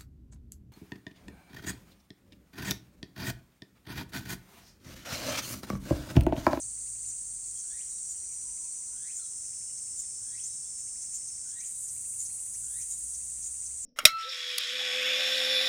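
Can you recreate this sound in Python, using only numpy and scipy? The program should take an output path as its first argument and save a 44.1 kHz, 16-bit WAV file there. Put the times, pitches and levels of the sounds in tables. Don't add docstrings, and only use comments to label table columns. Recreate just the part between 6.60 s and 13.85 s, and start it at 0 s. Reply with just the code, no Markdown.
import sys
import numpy as np
from scipy import signal
from scipy.fft import rfft, irfft, next_fast_len
from scipy.io import wavfile

SR = 44100
rng = np.random.default_rng(int(sys.argv[2]) if len(sys.argv) > 2 else 0)


def int16_out(signal):
    q = np.round(np.clip(np.atleast_2d(signal).T, -1, 1) * 32767)
    wavfile.write(sys.argv[1], SR, q.astype(np.int16))


def gain_from_decibels(decibels):
    exponent = np.asarray(decibels, float) / 20
    return 10 ** exponent


N = 319725


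def rms_one(x):
    return x / np.sqrt(np.mean(x ** 2) + 1e-20)


def in_time(rows, s):
    at, *columns = np.transpose(rows)
    return [np.interp(s, at, c) for c in columns]


def ramp(t, start_s, length_s):
    return np.clip((t - start_s) / length_s, 0, 1)


def coloured(x, points):
    hz, db = np.transpose(points)
    size = next_fast_len(N + 4096)
    log_hz = np.log(np.arange(size // 2 + 1) * SR / size + 1)
    gain = gain_from_decibels(np.interp(log_hz, np.log(hz), db, -120, -120))
    return irfft(rfft(x, size) * gain, size)[:N]


def drift(rate):
    r = np.exp(-40 * np.pi * rate / SR)
    white = rng.standard_normal(N // 20 + 4002)
    slow = signal.lfilter([1], [1, -2 * r, r * r], white)[4000:]
    return np.interp(np.arange(N) / 20, np.arange(len(slow)), rms_one(slow - slow.mean()))


def resonance(x, hz, width_hz):
    r = np.exp(-np.pi * width_hz / SR)
    poles = [1, -2 * r * np.cos(2 * np.pi * hz / SR), r * r]
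    return signal.lfilter([(1 - r * r) / 2, 0, (r * r - 1) / 2], poles, x)


def sine(hz):
    return np.sqrt(2) * np.sin(2 * np.pi * (np.cumsum(hz) / SR + rng.random()))


def note(length_s, start_hz, end_hz, edge):
    size = round(length_s * SR)
    return signal.windows.tukey(size, np.clip(edge, 0, 1)) * sine(np.linspace(start_hz, end_hz, size))


def clicks(hz, uneven):
    cycles = np.cumsum(hz) / SR + rng.random()
    marks = np.diff(np.floor(cycles), prepend=0) > 0
    return marks * (1 + uneven * rng.standard_normal(N))


def add(out, s, sound):
    at = max(round(s * SR), 0)
    out[at:at + len(sound)] += sound[:N - at]


def bumps(events, length_s):
    out, shape = np.zeros(N), np.hanning(round(length_s * SR))
    for s, db in events:
        add(out, s - length_s / 2, gain_from_decibels(db) * shape)
    return out


def garden(x, wet_db, t60):
    s = np.arange(round(t60 * SR)) / SR
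    onset = np.minimum(s / 0.0093, 1)
    tail = rng.standard_normal(len(s)) * gain_from_decibels(-60 * s / t60) * onset
    return x + gain_from_decibels(wet_db) * signal.fftconvolve(x, tail / np.linalg.norm(tail))[:N]


# (time [s], rms level [dB])
CHORUS_LEVEL = [(0.0, -38), (4.3, -39), (5.6, -39.5), (6.6, -38), (7.25, -38)]
# (frequency [Hz], relative level [dB])
CHORUS_SPECTRUM = [(2350, -47.5), (4000, -32.5), (4540, -26.5), (5450, -22.5), (5680, -16), (5860, -12),
                   (7280, -3.5), (7880, -1), (8780, 2), (9730, -7.5), (10700, -42.5), (13500, -31),
                   (15700, -37.5), (17000, -35)]


def chorus(t, count=14):
    singers = np.zeros(N)
    for hz in rng.uniform(260, 520, count):
        train = clicks(hz * (1 + 0.004 * drift(3)), uneven=0.54)
        singers += rng.choice([-1, 1]) * gain_from_decibels(0.55 * drift(1.7)) * train
    blur = rng.standard_normal(N) * gain_from_decibels(0.42 * drift(12.0))
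    hiss = coloured(0.47 * rms_one(singers) + blur, CHORUS_SPECTRUM)
    return gain_from_decibels(in_time(CHORUS_LEVEL, t)[0]) * rms_one(hiss)


# (time [s], mean firing rate [Hz], mean level of the fundamental [dB])
ENGINE_COURSES = [
    [(0, 56.65, -64.5), (.4, 56.85, -64), (.8, 41.67, -66), (1.1, 52.7, -72.5), (5.6, 51.93, -74),
     (6.1, 53.95, -62.5), (7.0, 67, -60.5), (7.25, 72, -66)],
    [(5.1, 65.6, -87), (5.3, 74.63, -68), (6.2, 115.8, -69), (6.4, 120, -102)],
]
# (time [s], mean level [dB])
DRONE_LEVEL = [(0.0, -64), (2.1, -81), (3.2, -69.5), (4.4, -73.5), (5.4, -67), (7.25, -79.5)]
DRONE_HZ = 109.6


def traffic(t):
    engines = np.zeros(N)
    for course in ENGINE_COURSES:
        hz, level_db = in_time(course, t)
        hz = hz + 1.446 * drift(3.7)
        harmonics = sine(hz) + gain_from_decibels(-12) * sine(2 * hz) + gain_from_decibels(-19) * sine(3 * hz)
        engines += gain_from_decibels(level_db + 1.4 * drift(10.0)) * harmonics
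    hum = rng.standard_normal(N)
    drone = rms_one(resonance(resonance(hum, DRONE_HZ, 15), DRONE_HZ, 15))
    octave = rms_one(resonance(resonance(hum, 2 * DRONE_HZ, 22), 2 * DRONE_HZ, 22))
    drone_db = in_time(DRONE_LEVEL, t)[0] + 0.5 * drift(1.04)
    return engines + gain_from_decibels(drone_db) * (drone + gain_from_decibels(-11.5) * octave)


# (frequency [Hz], relative level [dB])
AIR_SPECTRUM = [(19, -47), (32, -3.5), (59, -0.5), (111, -5), (174, -8), (513, -17.5), (643, -17.5),
                (788, -19), (1710, -21), (2370, -19.5), (3360, -24.5), (3790, -29), (4200, -39),
                (5460, -54), (9240, -120)]
AIR_DB = -66


def air():
    return gain_from_decibels(AIR_DB) * rms_one(coloured(rng.standard_normal(N), AIR_SPECTRUM))


# (centre time [s], level of the main band at the peak [dB])
LOW_RASP_SWELLS = [(0.016, -43), (0.51, -46), (1.005, -44.5), (1.458, -52), (1.826, -55), (2.182, -52),
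                   (2.86, -46.5), (3.186, -45), (3.846, -40.5), (4.423, -42.5), (4.687, -42.5),
                   (5.01, -42.5), (5.294, -43.5), (5.663, -41.5), (5.947, -44), (6.224, -42.5),
                   (6.553, -42), (6.834, -41.5), (7.065, -41.5)]
HIGH_RASP_SWELLS = [(0.488, -41), (0.873, -45), (0.983, -42.5), (1.307, -45), (1.512, -38), (1.738, -44),
                    (2.574, -38), (3.402, -36.5), (3.862, -40.5), (4.203, -44), (4.556, -36),
                    (4.896, -42.5), (5.067, -39), (5.25, -43.5), (5.611, -35), (6.051, -43.5), (6.217, -45),
                    (6.323, -36), (6.866, -37), (7.244, -41.5)]


def rasp(events, hz, width_hz, length_s):
    grains = rng.standard_normal(N) * gain_from_decibels(0.53 * drift(240))
    body = rms_one(resonance(resonance(grains, hz, width_hz), hz, width_hz))
    edge = rms_one(resonance(grains, 1.22 * hz, 1400))
    return bumps(events, length_s) * (body + gain_from_decibels(-13) * edge)


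TICK_FIRST_S, TICK_GAP_S, TICK_SLOWING_S = 0.039, 0.058, 0.0006
TICK_DB, TICK_FADE_DB_PER_S = -62.5, 2.2
TICK_HZ, TICK_SAG_HZ_PER_S, TICK_LENGTH_S = 4586, 90.0, 0.029


def ticks(t, count=34):
    k, chance = np.arange(count), rng.standard_normal((count, 2))
    s = TICK_FIRST_S + TICK_GAP_S * k + TICK_SLOWING_S * k * k / 2 + 0.003 * chance[:, 0]
    db = TICK_DB - TICK_FADE_DB_PER_S * s + 1.1 * chance[:, 1]
    tone = sine(TICK_HZ - TICK_SAG_HZ_PER_S * t + 170 * drift(196))
    return bumps(zip(s, db), TICK_LENGTH_S) * (1 + 0.46 * drift(400)) * tone


# (first time [s], last time [s], mean direct level [dB])
CHIP_ROWS = [(0.183, .532, -72.5), (1.557, 2.236, -73.5), (2.85, 3.444, -72.5), (4.196, 4.787, -72.5),
             (5.369, 5.957, -71.5), (6.612, 7.198, -72)]
CHIP_GAP_S = 0.085


def chips():
    out = np.zeros(N)
    for first, last, db in CHIP_ROWS:
        for s in np.linspace(first, last, round((last - first) / CHIP_GAP_S) + 1):
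            chip = note(0.0233, 1801, 2990, edge=0.2)
            add(out, s - 0.012, gain_from_decibels(db + 1.2 * rng.standard_normal()) * chip)
    return out * (1 + 0.48 * drift(400))


# (multiple of the beat, early level [dB], settled level [dB]), both before LOW_GAIN_DB
LOW_SINGER_PARTIALS = [(42, -88, -73), (47, -82, -69), (48, -76, -61), (48.3, -85, -64), (49, -80, -68),
                       (50, -78, -73), (53, -61, -60), (54, -60, -60), (55, -57, -65), (56, -68, -70),
                       (57, -72, -72)]
LOW_GAIN_DB = 2.0
LOW_START_S, LOW_SWELL_S, LOW_STOP_S, LOW_RELEASE_S = 0.64, 1, 4.92, 0.038
LOW_SETTLE_S = (1.8, 3.0)
LOW_FULL_HZ, LOW_FULL_S, LOW_CLIMB_HZ, LOW_CLIMB_BEND = 113.0, 2.75, 4.0, 1.35


def low_singer(t):
    climb_left = LOW_CLIMB_HZ * np.maximum(LOW_FULL_S - t, 0) ** LOW_CLIMB_BEND
    beat_hz = (LOW_FULL_HZ - climb_left) * (1 + 0.0004 * drift(5))
    settled = ramp(t, LOW_SETTLE_S[0], LOW_SETTLE_S[1] - LOW_SETTLE_S[0])
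    partials = np.zeros(N)
    for multiple, early_db, late_db in LOW_SINGER_PARTIALS:
        level_db = early_db + settled * (late_db - early_db) + 1.5 * drift(23)
        partials += gain_from_decibels(level_db) * sine(multiple * beat_hz + 11.06 * drift(27.8))
    swell = ramp(t, LOW_START_S, LOW_SWELL_S)
    cut_off = 1 - ramp(t, LOW_STOP_S, LOW_RELEASE_S)
    return gain_from_decibels(LOW_GAIN_DB) * swell * cut_off * partials


# (time [s], length [s], start pitch [Hz], end pitch [Hz], direct level before flutter [dB])
WHISTLE_NOTES = [(.95, 0.044, 3230, 3280, -72), (1.3, 0.1, 3900, 3900, -71),
                 (1.533, 0.059, 3090, 3030, -77), (1.688, 0.051, 2430, 2260, -73),
                 (1.89, .06, 2880, 2830, -76), (2.037, 0.048, 2700, 2370, -74),
                 (2.577, 0.075, 1540, 1238, -73), (2.591, 0.027, 3450, 3540, -70),
                 (2.598, 0.046, 4250, 4070, -67), (2.625, 0.068, 3850, 3870, -71.5),
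                 (2.639, 0.026, 3430, 3270, -73), (3.06, 0.077, 3000, 2840, -74),
                 (3.42, 0.043, 3600, 3450, -74), (3.87, 0.12, 3880, 3880, -74),
                 (4.038, 0.052, 3350, 3600, -72.5), (5.11, 0.11, 3850, 3920, -74.5),
                 (5.59, 0.071, 4250, 4270, -72), (5.655, 0.068, 4270, 4200, -70),
                 (5.64, 0.17, 920, 890, -80), (5.712, 0.047, 4200, 4350, -71),
                 (6.3, 0.071, 3890, 3870, -73.5)]


def whistles():
    out = np.zeros(N)
    for s, length_s, start_hz, end_hz, db in WHISTLE_NOTES:
        add(out, s, gain_from_decibels(db) * note(length_s, start_hz, end_hz, edge=0.3))
    return out * (gain_from_decibels(2.5 * drift(40)) + 0.55 * drift(200))


# (time from the steep part [s], pitch [Hz], level [dB], octave level [dB])
SLIDE_SHAPE = [(-.19, 1469, -22, -31), (-.12, 1627, -23, -16), (-.08, 1800, -14, -13),
               (-.045, 1980, -8, -11.5), (-.02, 2284, -10.5, -19), (0, 2800, -9, -50),
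               (0.01, 3280, -7.5, -55), (0.02, 3830, -46, -55)]
# (time of the steep part [s], gain on the shape [dB], pitch share [ratio])
SLIDE_CALLS = [(1.21, -55.5, 0.99), (2.508, -54.5, 0.96), (3.794, -56.5, .99), (5.038, -55.5, 1.0),
               (6.219, -56.5, 0.96)]


def slides():
    out, s = np.zeros(N), np.arange(SLIDE_SHAPE[0][0], SLIDE_SHAPE[-1][0], 1 / SR)
    hz, level_db, octave_db = in_time(SLIDE_SHAPE, s)
    wobble, flutter, breath, broken = drift(16.2), drift(71), drift(250), drift(90)
    for at, db, share in SLIDE_CALLS:
        now = round(at * SR) + np.arange(len(s))
        pitch = share * hz * (1 + 0.0118 * wobble[now] + 0.015 * flutter[now])
        voice = (gain_from_decibels(2.2 * flutter[now]) + 0.6 * breath[now]) * sine(pitch)
        octave = broken[now] * sine(2 * pitch + 120 * breath[now])
        add(out, at + s[0], gain_from_decibels(db) * (gain_from_decibels(level_db) * voice + gain_from_decibels(octave_db) * octave))
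    return out


# (time [s], length [s], mean direct level [dB])
HOOT_NOTES = [(1.71, .1, -78), (1.843, 0.12, -73), (1.998, 0.093, -73.5), (2.153, 0.084, -76),
              (2.282, .08, -76.5), (2.446, 0.037, -80)]
HOOT_HZ, HOOT_SAG_HZ = 1004, 21


def hoots():
    out = np.zeros(N)
    for s, length_s, db in HOOT_NOTES:
        add(out, s, gain_from_decibels(db) * note(length_s, HOOT_HZ, HOOT_HZ - HOOT_SAG_HZ, edge=0.24))
    return out * gain_from_decibels(1.2 * drift(40))


# (time [s], mean pitch [Hz], mean level [dB])
THIN_COURSE = [(3.1, 6280, -80), (3.6, 6350, -65), (4.9, 6620, -59), (5.0, 6620, -80)]


def thin_singer(t):
    hz, level_db = in_time(THIN_COURSE, t)
    return gain_from_decibels(level_db + 4.0 * drift(60)) * sine(hz + 50 * drift(80))


# (time [s], mean rate [Hz])
HIGH_RATE = [(5.0, 443), (5.5, 440.3), (6.5, 439.9), (6.9, 441.5)]
# (frequency [Hz], relative gain [dB])
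HIGH_RESPONSE = [(6500, -52), (8000, -1), (9000, -3.5), (9700, -2.5), (10200, -9), (10700, -16),
                 (11500, -23), (12300, -26), (13600, -23), (15400, -36), (17000, -38)]
HIGH_START_S, HIGH_SWELL_S, HIGH_DB = 4.95, 0.2, -42.5
HIGH_TIRES_S, HIGH_FADE_DB_PER_S = 6.25, 12


def high_singer(t):
    train = clicks(in_time(HIGH_RATE, t)[0] * (1 + 0.0014 * drift(5)), uneven=0.75)
    song = garden(coloured(train, HIGH_RESPONSE), wet_db=5.5, t60=0.092)
    fade_db = HIGH_FADE_DB_PER_S * np.maximum(t - HIGH_TIRES_S, 0)
    level_db = HIGH_DB - fade_db + 0.39 * drift(20)
    return gain_from_decibels(level_db) * ramp(t, HIGH_START_S, HIGH_SWELL_S) * rms_one(song)


def scene():
    t = np.arange(N) / SR
    insects = chorus(t) + low_singer(t) + thin_singer(t) + high_singer(t)
    low_rasp = rasp(LOW_RASP_SWELLS, hz=6356, width_hz=810, length_s=0.046)
    high_rasp = rasp(HIGH_RASP_SWELLS, hz=7106, width_hz=750, length_s=0.079)
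    far_slides = garden(slides(), wet_db=-2.5, t60=0.47)
    small_voices = chips() + whistles() + hoots() + ticks(t)
    far = far_slides + garden(small_voices, wet_db=-6.5, t60=0.46)
    return (insects + low_rasp + high_rasp + far + traffic(t) + air())[None]


def top_cut(x):
    return signal.sosfilt(signal.butter(12, 17130, fs=SR, output="sos"), x)


def record(dry):
    return top_cut(dry)


dry = scene()
out = record(dry)
int16_out(out)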